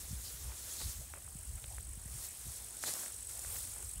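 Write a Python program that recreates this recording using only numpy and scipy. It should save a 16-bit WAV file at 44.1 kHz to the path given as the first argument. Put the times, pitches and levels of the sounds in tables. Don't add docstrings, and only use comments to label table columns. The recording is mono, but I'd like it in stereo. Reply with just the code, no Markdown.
import sys
import numpy as np
from scipy import signal
from scipy.fft import rfft, irfft
from scipy.io import wavfile
from scipy.ndimage import uniform_filter1d

SR = 44100
rng = np.random.default_rng(int(sys.argv[2]) if len(sys.argv) > 2 else 0)


def int16_out(signal):
    q = np.round(np.clip(np.atleast_2d(signal).T, -1, 1) * 32767)
    wavfile.write(sys.argv[1], SR, q.astype(np.int16))


N = 176400
T = np.arange(N) / SR
FLICKER_PER_S = 27

# (frequency [Hz], left minus right [dB])
GRASS_SIDE = [(500, -1), (2000, 4.5), (5500, 4), (8000, 10.5), (10000, 1.5), (13000, 2)]


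def grass():
    # (time [s], level [dB])
    brushing = [(0, -44), (.2, -46), (.3, -43.5), (.53, -46.5), (.64, -43), (.83, -40), (.89, -40.5),
                (.96, -45.5), (1.1, -50.5), (1.25, -53), (1.7, -49.5), (1.95, -53), (2.1, -49.5),
                (2.17, -43.5), (2.25, -41.5), (2.3, -48), (2.57, -44.5), (2.68, -48.5), (2.815, -46.5),
                (2.83, -38), (2.853, -39), (2.88, -32.5), (2.925, -39.5), (3.03, -40.5), (3.12, -47.5),
                (3.27, -49.5), (3.31, -45), (3.48, -44), (3.56, -42), (3.63, -42), (3.78, -47.5),
                (3.9, -47.5), (4, -52)]
    # (frequency [Hz], relative level [dB])
    tone = [(300, -13.5), (1000, -15.5), (2000, -11.5), (2900, -16), (3700, -6.5), (4600, -7.5), (5800, -4),
            (7300, -0.5), (9200, 0), (11600, -4), (14700, -8)]
    # (time [s], tilt toward the treble [dB per octave])
    fineness = [(.8, 0), (1.3, 1.4), (2.3, .5), (2.9, -0.6), (3.3, 0.85), (4, 1.5)]
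    click_share, tick_band_hz = .3, (1930, 9200)
    clicks = np.sqrt(click_share) * tiny_clicks(per_s=7000, spread_db=3)
    rubbing = np.sqrt(1 - click_share) * rng.standard_normal((2, 2, N))
    swish = shape_tone(clicks + rubbing, tone, flicker_db=1.1, side=GRASS_SIDE, tilt_db=in_time(fineness)[0])
    ticks = unit_level(band(tiny_clicks(per_s=84, spread_db=3)[0], *tick_band_hz))
    ticks *= pan(at_hz(GRASS_SIDE, tick_band_hz[0]))
    level_db = in_time(brushing)[0] + .6 * drift(FLICKER_PER_S)
    return from_db(level_db) * (swish + from_db(-20) * ticks)


def scrapes():
    # (time [s], length [s], level [dB], pitch [Hz])
    plants = [(0.268, 0.071, -50, 4640), (0.268, 0.21, -54, 14600), (0.817, 0.086, -47.5, 4300),
              (1.727, 0.06, -57, 750), (2.877, 0.046, -44, 4040), (3.555, 0.12, -44.5, 13300)]
    out = 0
    for s, length, db, hz in plants:
        rasp = unit_level(band(rng.standard_normal((2, N)), *band_edges(hz, sharpness=3.3)))
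        out = out + swells([(s, length, db)]) * pan(at_hz(GRASS_SIDE, hz)) * rasp
    return out


def footsteps():
    # (time [s], length [s], level [dB])
    presses = [(.445, 0.016, -57), (.5, 0.095, -57.5), (.815, 0.029, -52.5), (1.165, 0.058, -56),
               (2.2, 0.29, -64), (2.88, 0.058, -51), (3.0, 0.21, -54.5), (3.51, 0.35, -58.5),
               (3.79, 0.11, -56.5)]
    # (frequency [Hz], relative level [dB])
    tone = [(120, -28), (230, -4), (500, 3.5), (1000, 3.5), (1800, 0), (3000, -2), (6000, -64)]
    crackles = tiny_clicks(per_s=700, spread_db=4)
    return swells(presses) * shape_tone(crackles, tone, flicker_db=2)


def snaps():
    # (time [s], relative level [dB], pitch [Hz], left minus right [dB])
    stems = [(.819, -55, 1500, 1), (1.1374, -30, 1300, 28), (1.278, -41, 910, -2), (1.6419, -29, 2500, 7),
             (1.7827, -34, 1300, 7), (2.8285, -24, 7000, 1), (2.838, -24, 1410, 5),
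             (2.8383, -19.5, 6300, -2), (2.9382, -16.5, 7440, -1), (3.062, -35, 1880, 7),
             (3.393, -19, 8200, 6), (3.448, -37, 1260, 0), (3.563, -32, 2100, 5)]
    splinter_fade_s, knock_band_hz = .0012, (264, 960)
    out, t = np.zeros((2, N + SR)), T[:SR // 20]
    for s, db, hz, side_db in stems:
        splinters = from_db(-22) * rng.standard_normal(len(t)) * np.exp(-t / splinter_fade_s)
        force = (t == 0) + splinters
        edges_hz = band_edges(hz, sharpness=1)
        click = band(band(force, *edges_hz), *edges_hz)
        snap = click + from_db(-7.5) * band(force, *knock_band_hz)
        start = int(s * SR)
        out[:, start:start + len(t)] += from_db(db - 5) * pan(side_db) * snap / np.abs(snap).max()
    return out[:, :N]


def crickets():
    # (time [s], strokes [per s])
    stroke_rate = [(1.1, 48.6), (1.4, 48.25), (1.7, 47.48), (2.0, 48.18), (2.4, 47.41), (2.8, 48.58),
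                   (3.1, 47.43), (3.5, 47.24), (3.75, 45.9), (4.0, 45.33)]
    # (time [s], level [dB])
    loudness = [(0, -63), (1.0, -60), (1.25, -53), (1.5, -52), (2.0, -52.5), (2.7, -50.5), (3.1, -48.5),
                (4, -47)]
    # (frequency [Hz], width [Hz], relative level [dB])
    wings = [(8110, 430, 3.5), (8800, 580, 0), (9750, 1550, -5)]
    stroke_width, stroke_vary_db = .115, .9
    teeth_per_s, wing_band_hz = 3200, (7700, 11200)
    strokes = np.cumsum(in_time(stroke_rate)[0]) / SR
    pressure = np.exp(-.5 * ((strokes % 1 - .5) / stroke_width) ** 2)
    pressure *= from_db(stroke_vary_db * rng.standard_normal(SR)[strokes.astype(int)])
    teeth_passed = np.cumsum(teeth_per_s * np.exp(.22 * drift(300))) / SR
    tooth_clicks = np.diff(np.floor(teeth_passed), prepend=0)
    rasp = pressure * tooth_clicks * (1 + .35 * rng.standard_normal((2, N)))
    ringing = sum((-1) ** k * from_db(db) * resonate(rasp, hz, width)
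                  for k, (hz, width, db) in enumerate(wings))
    near = unit_level(band(ringing, *wing_band_hz))
    chorus = resonate(rng.standard_normal((2, N)), hz=8190, width_hz=1500)
    far = from_db(-3) * unit_level(band(chorus, *wing_band_hz))
    return from_db(in_time(loudness)) * (pan(side_db=17) * near + pan(side_db=21) * far)


def wind():
    # (frequency [Hz], relative level [dB])
    tone = [(42, -6), (58, 4), (80, -3.5), (110, -10), (160, -23.5), (250, -44), (450, -49)]
    # (time [s], relative level left [dB], relative level right [dB])
    breeze = [(0, -60, -42), (.65, -56.5, -52), (1.05, -60, -50.5), (1.5, -41.5, -46), (1.9, -55.5, -41.5),
              (2.25, -67, -53), (2.6, -56.5, -50), (3.0, -64, -60.5), (3.17, -47.5, -62), (3.55, -54, -45),
              (4, -55, -55)]
    # (time [s], length [s], relative level [dB])
    gusts = [(.145, 0.11, -38.5), (.34, 0.023, -38.5), (.47, .11, -38.5), (.86, 0.075, -35),
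             (.99, 0.093, -41.5), (1.12, 0.059, -50), (1.53, 0.11, -40), (1.78, 0.028, -42),
             (1.89, 0.061, -43), (2.14, 0.18, -44), (2.48, 0.06, -41), (3.47, 0.038, -43.5),
             (3.86, 0.055, -43.5), (3.985, 0.077, -38)]
    even_out_s, flutter_band_hz = .0343, (123, 213)
    hz = np.maximum(np.arange(N // 2 + 1) * SR / N, 1)
    top_hz = tone[-1][0]
    tone_gain = from_db(at_hz(tone, hz)) / np.maximum(hz / top_hz, 1) ** 2
    rumble = irfft(rfft(rng.standard_normal((2, N))) * tone_gain, N)
    rumble /= np.sqrt(uniform_filter1d(rumble ** 2, int(even_out_s * SR)) + 1e-20)
    left, right = from_db(in_time(breeze))
    force = np.array([left, np.hypot(right, from_db(4) * swells(gusts))])
    flutter = from_db(-24.5) * unit_level(band(rng.standard_normal((2, N)), *flutter_band_hz))
    return from_db(-1) * force * (rumble + flutter)


def thumps():
    # (time [s], peak level [dB])
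    slaps = [(.106, -34.5), (.126, -30.5), (1.352, -34), (1.972, -38.5), (2.055, -36), (2.467, -37.5)]
    band_hz = (47.5, 205)
    out = np.zeros((2, N))
    for s, db in slaps:
        push = np.arange(N) == int(s * SR)
        thump = band(band(push, *band_hz), *band_hz)
        out[1] += from_db(db) * thump / np.abs(thump).max()
    return out


def far_wind():
    # (frequency [Hz], relative level [dB])
    tone = [(100, -3), (300, -2), (600, -2.5), (1200, -5), (2000, -5), (3000, -3.5), (6000, -43),
            (15000, -7.5)]
    return from_db(-61.5) * shape_tone(rng.standard_normal((2, 2, N)), tone, flicker_db=3.5)


def shape_tone(source, tone, flicker_db, side=None, tilt_db=0):
    # (frequency [Hz], likeness [1 = same, 0 = unrelated])
    likeness = [(400, 0.83), (800, 0.5), (1400, 0.29), (2500, -0.11)]
    tilt_pivot_hz = 7000
    out, edges_hz = 0, np.geomspace(100, 16500, 23)
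    for k, (low, high) in enumerate(zip(edges_hz, edges_hz[1:])):
        hz = np.sqrt(low * high)
        middle, wide = band(source[k % 2], low, high)
        alike = at_hz(likeness, hz)
        stereo = np.sqrt(1 + alike) * middle + np.sqrt(1 - alike) * wide * [[1], [-1]]
        db = at_hz(tone, hz) + flicker_db * drift(FLICKER_PER_S) + tilt_db * np.log2(hz / tilt_pivot_hz)
        place = pan(at_hz(side, hz)) if side else 1
        out = out + from_db(db) * place * stereo
    return unit_level(out)


def tiny_clicks(per_s, spread_db):
    shape = (2, 2, N)
    sizes = from_db(spread_db * np.minimum(rng.exponential(1, shape), 5))
    signs = rng.choice([-1, 1], shape)
    return unit_level(sizes * signs * (rng.random(shape) < per_s / SR))


def swells(rows):
    power = sum(from_db(2 * db) * np.exp(-2 * (2 * (T - s) / length) ** 2) for s, length, db in rows)
    return np.sqrt(power)


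def drift(rate):
    step, warm_up = 40, 2000
    memory = np.exp(-2 * np.pi * rate * step / SR)
    noise = rng.standard_normal(N // step + warm_up + 2)
    slow = signal.lfilter([1], [1, -2 * memory, memory ** 2], noise)[warm_up:]
    return np.interp(np.arange(N) / step, np.arange(len(slow)), unit_level(slow))


def band(x, low_hz, high_hz):
    sos = signal.butter(2, [low_hz, min(high_hz, SR / 2 - 1)], "band", fs=SR, output="sos")
    return signal.sosfilt(sos, x + 1e-18)


def band_edges(hz, sharpness):
    return hz * np.exp(np.array([-.5, .5]) / sharpness)


def resonate(x, hz, width_hz):
    return signal.lfilter(*signal.iirpeak(hz, hz / width_hz, fs=SR), x + 1e-18)


def in_time(rows):
    s, *columns = np.transpose(rows)
    return np.array([np.interp(T, s, column) for column in columns])


def at_hz(points, hz):
    frequencies, values = np.transpose(points)
    return np.interp(np.log(hz), np.log(frequencies), values)


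def pan(side_db):
    return unit_level(from_db([[side_db / 2], [-side_db / 2]]))


def from_db(db):
    return 10 ** (np.asarray(db) / 20)


def unit_level(x):
    return x / np.sqrt(np.mean(x ** 2) + 1e-20)


def scene():
    hush = far_wind()
    return grass() + scrapes() + footsteps() + snaps() + crickets() + wind() + thumps() + hush


def record(dry):
    low_cut_hz, high_cut_hz = 42, 15700
    dry = signal.sosfilt(signal.butter(4, low_cut_hz, "high", fs=SR, output="sos"), dry)
    return signal.sosfilt(signal.ellip(12, .1, 80, high_cut_hz, fs=SR, output="sos"), dry)


dry = scene()
out = record(dry)
int16_out(out)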